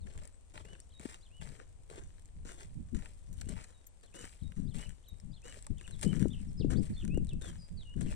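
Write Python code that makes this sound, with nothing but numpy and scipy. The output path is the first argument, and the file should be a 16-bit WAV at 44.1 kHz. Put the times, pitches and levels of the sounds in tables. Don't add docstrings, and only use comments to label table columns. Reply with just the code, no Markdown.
import sys
import numpy as np
from scipy import signal
from scipy.fft import rfft, irfft, next_fast_len
from scipy.io import wavfile
from scipy.ndimage import uniform_filter1d, map_coordinates

SR = 44100
rng = np.random.default_rng(int(sys.argv[2]) if len(sys.argv) > 2 else 0)


def unload_wav(signal):
    wavfile.write(
        sys.argv[1],
        SR,
        np.round(np.clip(np.atleast_2d(signal).T, -1, 1) * 32767).astype(np.int16),
    )


N = 359415
TIME = np.arange(N) / SR
TICKS = np.arange(0, N / SR, .001)

# start_s, bite_s (onset), roll_s (the sole rolls), crackle_db (fine),
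# grind_db (coarse), toe_db (toe minus heel), swell_db (in mid-step)
STEPS = [(0.061, 0.0083, 0.19, -78, -71.5, 1, -2), (0.539, 0.0028, 0.071, -69.5, -64, -5.5, 1),
         (0.649, 0.0024, 0.085, -75, -68.5, 1, -6), (0.996, 0.0043, 0.16, -69, -70.5, -1, 4),
         (1.41, 0.0037, 0.21, -68.5, -68, -9.5, 2), (1.589, 0.0078, 0.035, -74, -65, -9, 2),
         (1.892, 0.0066, 0.1, -75, -67.5, 4.5, -2), (2.06, 0.019, 0.11, -71, -86, -9, -6),
         (2.45, 0.0063, 0.046, -67, -65.5, 6.5, -4), (2.55, 0.072, 0.12, -61.5, -67, -14, 4.5),
         (2.947, 0.0041, 0.1, -64, -63, -3, -8), (3.14, 0.025, 0.41, -82, -101, 0, 1),
         (3.33, 0.011, 0.06, -69, -99, 1.5, -5.5), (3.488, 0.002, 0.12, -62, -59, -5, -7),
         (3.68, 0.0084, 0.031, -72, -73, -3, 0), (4.032, 0.007, 0.0071, -70, -73, -5, 12),
         (4.14, 0.012, 0.092, -56.5, -60, -2.5, -5.5), (4.563, 0.0067, 0.031, -66, -71, -4.5, -2.5),
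         (4.739, 0.0054, 0.1, -67, -71.5, 2, 5), (5.439, 0.0068, 0.14, -64, -66, -3, -1.5),
         (5.782, 0.0021, 0.18, -75.5, -79, 0.5, 4), (5.985, 0.0078, 0.032, -63, -80, -1, -5.5),
         (6.0214, 0.0069, 0.03, -48.5, -56, -11, 5.5), (6.09, 0.047, 0.14, -65.5, -65, -0.5, -2),
         (6.33, 0.021, 0.1, -69, -80, -1.5, -6.5), (6.697, 0.014, 0.037, -60.5, -53.5, -4.5, 4.5),
         (6.824, 0.0063, 0.22, -64, -69, -10, -5.5), (7.413, 0.0032, 0.079, -63.5, -64, 0, 0),
         (7.973, 0.0075, 0.02, -73, -68, -3, 0.5), (8.007, 0.005, 0.11, -61, -60.5, -1.5, -9.5)]
STEP_RELEASE_S = 0.029
SETTLE_FINE_DB, SETTLE_COARSE_DB, SETTLE_S = -3.5, -24.5, 0.1
HEEL_DB, HEEL_S = 6, 0.032


def sole_load():
    fine, coarse, heel = np.zeros((3, len(TICKS)))
    for s, bite, length, fine_db, coarse_db, toe_db, swell_db in STEPS:
        roll = np.clip((TICKS - s) / length, 0, 1)
        weight = amp(toe_db * roll + swell_db * np.sin(np.pi * roll))
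        press = envelope(s, length, bite, STEP_RELEASE_S)
        settle = envelope(s, length, bite, SETTLE_S)
        fine_load = np.maximum(press, amp(SETTLE_FINE_DB) * settle)
        coarse_load = np.maximum(press, amp(SETTLE_COARSE_DB) * settle)
        fine = np.maximum(fine, amp(fine_db) * weight * fine_load)
        coarse = np.maximum(coarse, amp(coarse_db) * weight * coarse_load)
        heel += amp(coarse_db + HEEL_DB) * envelope(s, bite, bite, HEEL_S)
    return per_sample(fine), per_sample(coarse), per_sample(heel)


# frequency_hz, gain_db
CRACKLE = [(300, -9), (1200, 2), (2800, 2), (4200, -1), (6000, 2), (8500, 3.5), (16000, -8)]
# frequency_hz, gain_db
GRIND = [(80, 6.5), (300, 6.5), (520, 6.5), (750, -0.5), (1100, -5), (1700, -2), (2600, -5), (3600, -9),
         (7000, -9), (16000, -53)]


def footsteps(crackle_db, grind_db, tread_db, fine_fits_db, coarse_fits_db):
    fine, coarse, heel = sole_load()
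    fits = per_sample(wobble(rate=140))
    cracks = fractures(rate=1100, spread_db=2.5)
    grit = grains(rate=800, pitch_hz=4390, octaves=0.687, cycles=1.1, spread_db=6.5)
    crumbs = grains(rate=480, pitch_hz=1730, octaves=0.95, cycles=1.2, spread_db=4)
    dust = rng.standard_normal(N)
    fine_texture = coloured(cracks + 0.9 * grit + 0.48 * dust, CRACKLE)
    crackle = evened(amp(fine_fits_db * fits) * fine_texture, span=0.2)
    coarse_texture = coloured(crumbs + 1.22 * cracks, GRIND)
    grind = evened(amp(coarse_fits_db * fits) * coarse_texture, span=0.055)
    ground_spectrum = [(90, -12.0), (250, -5.0), (450, 0.5), (750, -6.0), (1500, -16), (4000, -51)]
    ground = evened(coloured(rng.standard_normal(N), ground_spectrum), span=0.037)
    crust = amp(crackle_db) * fine * crackle + amp(grind_db) * coarse * grind
    return crust + amp(tread_db) * (heel + coarse) * ground


def fractures(rate, spread_db):
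    size = amp(spread_db * np.clip(rng.standard_normal(N), -3, 2.5))
    return unit((rng.random(N) < rate / SR) * size * rng.choice([-1, 1], N))


def grains(rate, pitch_hz, octaves, cycles, spread_db):
    t = np.arange(256) / SR
    count = int(np.clip(rate * N / SR, 1, 40000))
    draws = rng.standard_normal((count, 2))
    start = rng.integers(0, N, count)[:, None]
    hz = np.clip(pitch_hz * 2 ** (octaves * draws[:, :1]), 300, 15000)
    size = amp(spread_db * np.clip(draws[:, 1:], -3, 2.3)) * np.sqrt(hz)
    rings = size * np.sin(2 * np.pi * hz * t) * np.exp(-hz * t / cycles)
    return unit(np.bincount((start + np.arange(len(t))).ravel(), rings.ravel(), N)[:N])


HEEL_CRACK_DB, HEEL_CLACK_DB, HEEL_CRACK_HZ, HEEL_CLACK_HZ = 19, -5, 7300, 1770
SHARP_BITE_S = 0.0023


def heel_cracks():
    rows = []
    for s, bite, _, fine_db, *_ in STEPS:
        sharpness_db = 20 * np.log10(SHARP_BITE_S / max(bite, SHARP_BITE_S))
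        crack_db = fine_db + HEEL_CRACK_DB + sharpness_db
        rows.append((s, crack_db, HEEL_CLACK_DB, HEEL_CRACK_HZ, HEEL_CLACK_HZ))
    return rows


# start_s, level_db (crack), clack_db (relative to level_db),
# crack_pitch_hz, clack_pitch_hz (its partials scatter around it)
SNAPS = [(0.069, -55, 2, 7150, 2060), (0.0713, -59, 12.5, 4100, 2100), (.107, -63, 7, 2960, 1800),
         (0.1372, -53, -3, 8150, 2600), (0.1769, -45.5, -2.5, 7040, 1930), (.188, -55, 5, 3600, 1900),
         (0.212, -64, -4, 3000, 1700), (0.2356, -50, -13, 7540, 1900), (0.2536, -44.5, -28, 9900, 2000),
         (0.2752, -43.5, -22, 8500, 2000), (.5537, -57, 1, 3500, 1400), (0.577, -47.5, 12.5, 4060, 1640),
         (.6066, -58, 12, 3480, 1160), (0.653, -46.5, 0, 3450, 1830), (0.752, -58.5, 13, 3000, 1730),
         (.802, -42, -26, 8400, 2000), (0.9963, -47, 0, 7100, 1500), (1.057, -49, 8, 8700, 1560),
         (1.09, -61, 3, 3770, 1560), (1.1135, -52, 6.5, 3600, 1890), (1.1217, -53, 5, 3600, 1800),
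         (1.1322, -52, 6, 7500, 1900), (1.1431, -45, 3.5, 7240, 1890), (1.144, -44.5, -5, 3760, 2280),
         (1.414, -48, 6, 8400, 1850), (1.422, -55, 14, 7500, 1700), (1.473, -50, 5.5, 6000, 1480),
         (1.595, -62, 11, 3000, 1500), (1.5993, -55.5, 15.5, 3000, 1560), (1.9, -49.5, 5, 8700, 1550),
         (1.9018, -45.5, -14, 3970, 1680), (1.936, -54, 12, 3000, 900), (1.959, -48, -4, 7040, 1800),
         (1.981, -57.5, 10.5, 2980, 1120), (2.0366, -48.5, -8, 6100, 2000), (2.104, -60.5, 3.5, 3800, 1930),
         (2.182, -62, 7, 3650, 1890), (2.2566, -49, -35, 6960, 2000), (2.288, -63, 4, 3800, 1900),
         (2.451, -50, -6, 4000, 1510), (2.491, -46, 4.5, 8400, 1720), (2.5032, -55, 5, 3530, 1820),
         (2.5113, -57, 5, 3440, 1890), (2.5184, -46, -3, 8050, 2000), (2.5423, -56, -2, 3780, 1800),
         (2.591, -49, -4, 4000, 2240), (2.599, -55, 7, 4000, 1800), (2.609, -57, 16, 3000, 1530),
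         (2.6314, -46, -2, 6200, 2400), (2.947, -45.5, 0.5, 4100, 1820), (2.991, -54, 6, 3500, 1900),
         (3.0226, -53, 6, 3880, 1910), (3.058, -43.5, 0.5, 2590, 1720), (3.329, -43.5, -27, 8200, 2000),
         (3.4122, -34.5, -21, 4200, 1410), (3.4157, -39, 0.5, 7850, 1500), (3.492, -37, -13, 8600, 1780),
         (3.5253, -54, 2, 3800, 2200), (3.5657, -50, 6, 3000, 1680), (3.578, -53, 8, 3600, 1860),
         (3.5885, -56, 13, 2500, 1460), (3.6434, -43.5, -1.5, 4300, 2180), (3.6403, -45, -11, 8200, 2000),
         (4.1657, -57, 6, 2980, 1900), (4.1877, -49, 1, 3800, 1900), (4.207, -59, -1, 3500, 1890),
         (4.2261, -47, -2, 7000, 2020), (4.243, -48.5, 9.5, 7650, 1720), (4.2527, -41.5, 1, 7900, 1920),
         (4.275, -52, 4, 3500, 1900), (4.3286, -57.5, 5.5, 3470, 1780), (4.5203, -48, 2.5, 2530, 1850),
         (4.7452, -58, 10, 4300, 1120), (4.785, -42, -7, 8200, 2080), (4.8082, -49, -2, 5540, 2020),
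         (4.827, -51.5, 10, 3020, 1980), (4.8932, -43.5, -6, 6600, 1790), (4.9046, -58, 9, 2500, 1830),
         (5.2, -48.5, -8, 5560, 1560), (5.4185, -54, -10, 6030, 2000), (5.453, -48, -3, 4000, 2050),
         (5.4737, -48, 1, 3800, 1964), (5.481, -45, 0, 7460, 1970), (5.5245, -45.5, 2, 7400, 2020),
         (5.5426, -51, 5, 3800, 2000), (5.625, -43.5, -32, 8200, 2000), (5.644, -56, -17, 6500, 2000),
         (5.667, -37.5, -2.5, 9450, 1025), (5.783, -51.5, -7, 8000, 2000), (5.8115, -48, 6, 8650, 1900),
         (5.8778, -42, 2, 10100, 1820), (5.9096, -45, -2, 8900, 1670), (5.994, -51, 1.5, 5000, 1900),
         (6.0131, -37, -17, 8460, 2000), (6.0305, -26.5, -25, 8830, 1820), (6.049, -36.5, -25, 8800, 2000),
         (6.077, -42, -18, 7100, 2000), (6.13, -45, 7.5, 3000, 1440), (6.14, -50, 6, 3500, 1900),
         (6.1485, -50, 8, 3500, 1900), (6.158, -42.5, -9, 6050, 2380), (6.1661, -51, 10, 3000, 1910),
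         (6.195, -35, -22, 2500, 2280), (6.202, -50, 3, 3500, 2100), (6.2164, -43, -1, 3000, 1800),
         (6.2267, -39.5, 3, 9100, 1880), (6.2565, -57, 15, 3000, 770), (6.283, -41.5, -31, 8800, 2000),
         (6.7073, -52, 4, 3000, 1910), (6.729, -51, 6, 3000, 1900), (6.899, -55.5, 5.5, 3500, 1890),
         (7.0407, -60, 7, 3000, 1870), (7.0504, -40, -4.5, 8870, 1720), (7.0785, -39, -8, 2500, 1780),
         (7.145, -44, -6, 2800, 1680), (7.1743, -43, -3.5, 6900, 990), (7.2475, -49.5, -16, 8460, 2000),
         (7.27, -48.5, -13, 8500, 2010), (7.2922, -42.5, -20, 3500, 2000), (7.3335, -46, -10, 2720, 2020),
         (7.421, -37, -15, 3600, 2030), (7.5008, -57, 3, 3700, 1880), (7.53, -60, 10, 3020, 1680),
         (7.556, -57.5, 9.5, 4000, 1820), (7.9397, -55.5, 2, 3540, 1900), (8.01, -38, -4.5, 8600, 1780),
         (8.016, -48, 1, 4030, 1910), (8.0613, -53, 8, 3550, 1900), (8.125, -53, 14, 3000, 1670),
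         (8.1402, -50, 4, 3500, 1890)]
# interval_octaves (above its pitch), level_db
CLACK = [(-0.88, -1.5), (-0.376, -3), (-0.2, 3.5), (0.146, 1.5), (0.6, 0), (0.84, -1), (1.21, -11)]


def snaps(crack_db, ring, ring_cycles, crack_t60, clack_db, clack_cycles):
    clacks, cracks, t = np.zeros(N), np.zeros(N), np.arange(SR // 20) / SR
    octaves, partial_db = np.transpose(CLACK)
    weights = (amp(partial_db) * (-1) ** np.arange(len(CLACK)))[:, None]
    for s, db, low_db, hz, clack_hz in SNAPS + heel_cracks():
        burst = rng.standard_normal(len(t)) * amp(-60 * t / crack_t60)
        crack = burst + ring * np.sin(2 * np.pi * hz * t) * np.exp(-hz * t / ring_cycles)
        add(cracks, s, amp(db + crack_db) * crack / np.linalg.norm(crack))
        detuned = octaves + .07 * rng.standard_normal(len(CLACK))
        pitches = clack_hz * 2 ** detuned[:, None]
        partials = weights * np.sqrt(pitches) * np.sin(2 * np.pi * pitches * t)
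        clack = (partials * np.exp(-pitches * t / clack_cycles)).sum(0)
        add(clacks, s, amp(db + low_db + clack_db) * clack / np.linalg.norm(clack))
    crack_spectrum = [(500, -9), (2200, -5.5), (4200, -1.5), (6500, 2.5), (9000, -1.5), (15000, -7.5)]
    return clacks + coloured(cracks, crack_spectrum)


# start_s, level_db,
# pitch_hz (nominal: the glide runs from 1.19 towards 0.69 times it), rise_s
THUMPS = [(.999, -39, 238, 0.0013), (1.054, -26.5, 278, 0.0023), (1.898, -45.5, 430, 0.0024),
          (1.913, -40, 360, 0.00063), (1.979, -38, 360, 0.0014), (2.453, -40.5, 264, 0.00092),
          (2.4974, -49, 465, 0.0015), (2.941, -42, 90, 0.0018), (3.467, -35.5, 237, 0.0038),
          (3.497, -31.5, 195, 0.0062), (4.158, -45, 303, 0.0011), (4.241, -37.5, 264, 0.00055),
          (4.597, -24, 157, 0.0034), (6.063, -21.5, 196, 0.0047), (6.221, -15.5, 178, 0.0038),
          (6.256, -17, 286, 0.0011), (6.646, -17, 289, 0.0022), (7.175, -20.5, 342, 0.0016)]


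def thumps(t60):
    out, t = np.zeros(N), np.arange(SR // 8) / SR
    for s, db, hz, rise in THUMPS:
        phase = 2 * np.pi * np.cumsum(hz * (0.69 + .5 * np.exp(-t / 0.0075))) / SR
        swell = (1 - np.exp(-(t / rise) ** 2)) * amp(-60 * t / t60)
        add(out, s, -amp(db) * swell / swell.max() * np.sin(phase))
    return out * amp([[0], [-18]])


# start_s, level_db (fundamental), pitch_hz (settled), fall_share (starts higher by this)
SQUEAKS = [(3.329, -64, 6240, .1), (3.866, -48, 6200, .3), (5.084, -56, 6200, .04)]


def squeaks(octave_db, t60):
    out, t = np.zeros(N), np.arange(SR // 10) / SR
    for s, db, hz, fall in SQUEAKS:
        scratch = 0.07 * rng.standard_normal(len(t))
        phase = 2 * np.pi * np.cumsum(hz * (1 + fall * np.exp(-t / 0.003) + scratch)) / SR
        swell = amp(db - 60 * t / t60) * (1 - np.exp(-t / 0.0015))
        add(out, s, swell * (np.sin(phase) + amp(octave_db) * np.sin(2 * phase)))
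    return out


def trickle(level_db, clod_db):
    ticks = fractures(rate=45, spread_db=5)
    clods = fractures(rate=12, spread_db=3)
    return amp(level_db) * unit(coloured(ticks, CRACKLE)) + amp(clod_db) * unit(coloured(clods, GRIND))


STRIDE_TURN = 2.4


def from_below(x, far_port_db, near_scatter_db, far_scatter_db):
    lag = .00052
    right = amp(far_port_db) * filtered(x, lambda hz: np.exp(-2j * np.pi * hz * lag))
    turn = 2 * np.pi * STRIDE_TURN * TIME
    paths = [np.cos(turn), np.sin(turn) * np.cos(turn / np.e), np.sin(turn) * np.sin(turn / np.e)]
    reflections = sum(scattered(x * share, t60=.028) for share in paths)
    return np.array([x, right]) + amp([[near_scatter_db], [far_scatter_db]]) * reflections


# start_s, length_s, buffet_db (fast eddies), rumble_db (slow eddies),
# left_db (left minus right)
GUSTS = [(0, 0.066, -56.5, -44, 9), (0.145, 0.053, -56, -42, 4), (0.536, 0.2, -59.5, -53.5, 19),
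         (0.987, 0.025, -54, -72, 2), (1.387, 0.11, -50, -46, 19), (1.98, 0.089, -59, -48, -14),
         (2.344, 0.12, -53.5, -45.5, 1.5), (2.633, 0.2, -56.5, -50, -28), (2.742, 0.077, -42.5, -45, -36),
         (2.915, 0.051, -38.5, -34, 33), (3.27, 0.17, -50, -44, 10), (3.437, 0.13, -49.5, -42, 29),
         (4.203, 0.044, -57, -52, 5), (4.409, 0.063, -42.5, -40, 36), (4.558, 0.13, -38, -38.5, 38),
         (4.741, 0.028, -41, -36, 31), (4.853, 0.037, -47, -39.5, 29), (5.112, 0.013, -49.5, -41.5, 43),
         (5.221, 0.099, -44, -47, 37), (5.69, 0.032, -38.5, -34.5, 35), (5.873, 0.53, -48, -43, 32),
         (6.037, 0.096, -31.5, -40, 43), (6.158, 0.1, -29.5, -35, 37), (6.324, 0.38, -43.5, -41.5, 4),
         (6.594, 0.22, -31.5, -33.5, 17), (6.885, 0.03, -34.5, -56, -4.5), (7.022, 0.08, -34.5, -59, 28),
         (7.12, 0.091, -32.5, -34, 37), (7.314, 0.047, -36, -36.5, 3), (7.448, 0.14, -47, -49, 6),
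         (7.697, 0.091, -45.5, -40, -15), (7.951, 0.12, -34.5, -39, 19)]
GUST_ATTACK_S, GUST_RELEASE_S = 0.019, 0.034
RUMBLE_RELEASE_S = 0.041
# time_s,
# level_db
WIND_SWELL = [(0.0, -48.5), (0.36, -57), (3.45, -50.5), (3.81, -60), (4.74, -53), (4.95, -58), (5.7, -50.5),
              (6.27, -52), (6.38, -56.5), (7.19, -34.5), (7.72, -55.5), (8.15, -36)]
SWELL_LEFT_DB = 3
LUMPS_DB, LUMPS_PER_S = 3, 36


def airflow(swell_buffet_db, swell_rumble_db):
    swell = ports(SWELL_LEFT_DB) * amp(np.interp(TICKS, *np.transpose(WIND_SWELL)))
    fast_power = (amp(swell_buffet_db) * swell) ** 2
    slow_power = (amp(swell_rumble_db) * swell) ** 2
    for s, length, fast_db, slow_db, left_db in GUSTS:
        fast_gust = envelope(s, length, GUST_ATTACK_S, GUST_RELEASE_S)
        slow_gust = envelope(s, length, GUST_ATTACK_S, RUMBLE_RELEASE_S)
        fast_power += (ports(left_db) * amp(fast_db) * fast_gust) ** 2
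        slow_power += (ports(left_db) * amp(slow_db) * slow_gust) ** 2
    fast = [per_sample(np.sqrt(port) * amp(LUMPS_DB * wobble(LUMPS_PER_S))) for port in fast_power]
    slow = [per_sample(np.sqrt(port)) for port in slow_power]
    return np.array(fast), np.array(slow)


def ports(left_db):
    pair = amp([[left_db / 2], [-left_db / 2]])
    return pair / np.linalg.norm(pair)


# frequency_hz, gain_db
RUMBLE = [(8, 2), (22, 5.5), (50, 3), (85, 0.5), (130, -16.5), (250, -23.5), (600, -39), (2000, -120)]
FIRM_GUST_DB = -40.5


def wind(buffet_db, rumble_db, corner_hz, doubling_db, boom_hz, boom_q):
    fast, slow = airflow(swell_buffet_db=-13.5, swell_rumble_db=1.0)
    hz, t, z = signal.stft(rng.standard_normal((2, N)), SR, nperseg=1024)
    force_db = np.array([np.interp(t, TIME, 20 * np.log10(port)) for port in fast])
    corner = corner_hz * 2 ** ((force_db[:, None] - FIRM_GUST_DB) / doubling_db)
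    hz = hz[:, None] + 1
    boom = 1 / np.sqrt(1 + (boom_q * (hz / boom_hz - boom_hz / hz)) ** 2)
    shape = boom / np.sqrt(1 + (hz / corner) ** 9)
    buffet = evened(signal.istft(z * shape, SR, nperseg=1024)[1][:, :N], span=0.0361)
    rumble = evened(coloured(rng.standard_normal((2, N)), RUMBLE), span=0.068)
    return amp(buffet_db) * fast * buffet + amp(rumble_db) * slow * rumble


# delay_s, length_s, level_db, crescendo_db,
# then pitch_hz at evenly spaced points
HOLD = [(-.026, .016, -14, 0, 2800, 3300, 3700, 4100), (-.004, .012, -11, 0, 3600, 3300, 3100, 3000),
        (.008, .062, -5.5, 2, 4200, 3880, 3790, 3760, 3750, 3760, 3775, 3770)]
HOOK = [(.004, .017, -8, 3, 4700, 4650, 4800, 5150), (.018, .024, -1.5, 2, 3350, 3900, 4120, 4150),
        (.05, .022, -1, 4, 3750, 3500, 3250, 2950)]
ARCH = [(0, .108, 0, 7.5, 2430, 2680, 2820, 2890, 2930, 2960, 2970, 2920, 2600)]
# start_s, level_db, syllable
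SONG = [(0.544, -62.5, HOOK), (0.643, -61.5, ARCH), (0.923, -54.5, HOLD), (1.202, -60.5, HOOK),
        (1.304, -61, ARCH), (3.44, -68, ARCH), (3.726, -63, HOLD), (4.014, -65.5, HOOK),
        (4.126, -58.5, ARCH), (4.415, -56.5, HOLD), (4.658, -61.5, HOOK), (4.765, -56, ARCH),
        (5.062, -53, HOLD), (5.312, -58.5, HOOK), (5.423, -58.5, ARCH)]


def repeating_bird():
    out = np.zeros(N)
    for s, db, syllable in SONG:
        for delay, length, note_db, crescendo_db, *pitches in syllable:
            note = whistle(length, pitches, waver=WAVER, crescendo_db=crescendo_db)
            add(out, s + delay, amp(db + note_db) * note)
    return out


# start_s, length_s, level_db, trill_depth (0-1), pitch_hz at four even points
WARBLE = [(.008, 0.037, -68, 0.12, 4330, 4150, 3800, 3500), (.333, 0.025, -68, 0, 8000, 7900, 8100, 8500),
          (0.805, 0.028, -67, 0.5, 4530, 5160, 5640, 6150),
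          (5.774, 0.031, -57.5, 0.23, 2900, 3560, 2760, 2520),
          (5.839, 0.027, -53, 0, 2630, 2910, 2820, 2450), (5.919, 0.035, -56, 0, 4200, 3910, 3700, 3300),
          (6.06, 0.072, -49, 0, 2990, 2990, 3084, 2860), (6.304, 0.023, -51.5, 0, 3370, 3620, 3550, 3600),
          (6.331, 0.022, -49, 0.6, 3430, 3110, 2960, 2980),
          (6.352, 0.059, -60, 0.81, 3000, 2840, 2840, 2760),
          (6.481, 0.018, -62.5, 0, 5850, 5630, 5350, 5000),
          (6.575, 0.061, -52.5, 0, 5030, 5020, 3430, 2600),
          (6.758, 0.039, -53, 0.25, 3250, 4400, 4740, 5150),
          (6.937, 0.032, -58, 0.11, 4600, 4230, 4300, 4300), (6.965, 0.032, -52, 0, 3510, 3480, 3526, 3400),
          (6.998, 0.037, -53, 0.85, 3590, 3230, 2990, 2680),
          (7.099, 0.075, -51.5, 0, 2500, 2580, 2804, 2860), (7.282, .054, -55.5, 0, 3990, 3540, 2760, 2600),
          (7.412, 0.096, -55, 0.11, 3800, 3560, 3330, 3140),
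          (7.584, 0.085, -57, 0.12, 5130, 4890, 4870, 4860),
          (7.771, 0.066, -55.5, 0.099, 4650, 4050, 3700, 2980),
          (7.852, 0.097, -54.5, 0.083, 2920, 2834, 2866, 2904),
          (8.07, 0.056, -55.5, 0.38, 2720, 2820, 2590, 2570)]


def warbling_bird():
    out = np.zeros(N)
    for s, length, db, trill, *pitches in WARBLE:
        add(out, s, amp(db) * whistle(length, pitches, waver=WAVER, trill=trill))
    return out


NOTE_ROUNDNESS = 0.16
WAVER, FLUTTER_DB = .008, 1.5


def whistle(length, pitches, waver, trill=0, crescendo_db=0):
    u = np.linspace(0, 1, int(length * SR))
    where = u * (len(pitches) - 1)
    glide = map_coordinates(np.array(pitches, float), [where], order=2, mode="nearest")
    tremor = map_coordinates(rng.standard_normal(64), [u * length * 250], mode="nearest")
    trill_hz = 80
    beat = 2 * np.pi * trill_hz * u * length
    loudness_db = crescendo_db * (u - .5) + FLUTTER_DB * tremor + 8 * trill * (np.sin(beat) - .5)
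    swell = np.abs(np.sin(np.pi * u)) ** NOTE_ROUNDNESS * amp(loudness_db)
    pitch = glide * (1 + waver * tremor + 0.11 * trill * np.cos(beat))
    return swell * np.sin(2 * np.pi * np.cumsum(pitch) / SR)


def birds(level_db, echo_db):
    song = repeating_bird() + warbling_bird()
    return amp(level_db) * (song + amp(echo_db) * scattered(song, t60=0.28))


# frequency_hz, gain_db
AIR = [(30, 15), (150, 11), (300, 7.5), (550, 9.5), (800, 5), (1050, 2.5), (1400, -2.5), (2500, -3),
       (5000, -7.5), (8000, -5), (11000, -11.5), (16000, -35)]


def air(hush_db):
    return amp(hush_db) * unit(coloured(rng.standard_normal((2, N)), AIR)) * amp([[1], [-1.5]])


def scattered(x, t60):
    t = np.arange(int(t60 * SR) + 1) / SR
    tail = rng.standard_normal((2, len(t))) * amp(-60 * t / t60)
    tail /= np.linalg.norm(tail, axis=1, keepdims=True)
    return signal.oaconvolve(x[None], tail, axes=1)[:, :N]


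def envelope(s, length, attack, release):
    t = TICKS - s
    return np.clip(t / attack, 0, 1) * np.exp(-np.clip((t - length) / release, 0, 40))


def per_sample(control):
    return np.interp(TIME, TICKS, control)


def wobble(rate):
    return map_coordinates(rng.standard_normal(4000), [TICKS * rate], mode="wrap")


def amp(db):
    return 10 ** (np.asarray(db) / 20)


def unit(x):
    return x / np.sqrt(np.mean(x ** 2) + 1e-20)


def evened(x, span):
    power = np.abs(uniform_filter1d(x * x, max(int(span * SR), 1), axis=-1))
    return x / np.sqrt(power + 1e-12)


def add(track, s, sound):
    part = track[max(round(s * SR), 0):][:len(sound)]
    part += sound[:len(part)]


def filtered(x, response):
    m = next_fast_len(N + 8192)
    return irfft(rfft(x, m) * response(np.fft.rfftfreq(m, 1 / SR)), m)[..., :N]


def coloured(x, points):
    f, db = np.transpose(points)
    return filtered(x, lambda hz: amp(np.interp(np.log(hz + 1), np.log(f), db)))


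def scene():
    flakes = snaps(crack_db=13, ring=1.0, ring_cycles=5.3, crack_t60=0.0096, clack_db=13.0, clack_cycles=2.3)
    crunch = footsteps(crackle_db=4.5, grind_db=10, tread_db=-3.0, fine_fits_db=1.5, coarse_fits_db=2.8)
    crunch += squeaks(octave_db=16.0, t60=0.031)
    crunch += trickle(level_db=-80.5, clod_db=-78.5)
    feet = from_below(crunch + flakes, far_port_db=-6.0, near_scatter_db=-10, far_scatter_db=-4.0)
    gusts = wind(buffet_db=1.0, rumble_db=2.0, corner_hz=275.5, doubling_db=19.5, boom_hz=151.0, boom_q=4.3)
    outdoors = birds(level_db=-3.0, echo_db=-6.5) + air(hush_db=-70.5)
    return feet + thumps(t60=0.019) + gusts + outdoors


# frequency_hz, gain_db
LEFT_PORT = [(6000, 0.5), (7500, 5), (8600, 12), (9250, 8.5), (10000, -2), (11000, -4), (13000, -3),
             (15800, -37)]
RIGHT_PORT = [(6000, -0.5), (7600, 5.5), (8500, -3), (9300, -16), (10300, -8.5), (14000, -16), (15800, -6)]
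TOP_HZ = 15850


def record(dry):
    heard = np.array([coloured(dry[0], LEFT_PORT), coloured(dry[1], RIGHT_PORT)])
    return filtered(heard, lambda hz: hz < TOP_HZ)


dry = scene()
out = record(dry)
unload_wav(out)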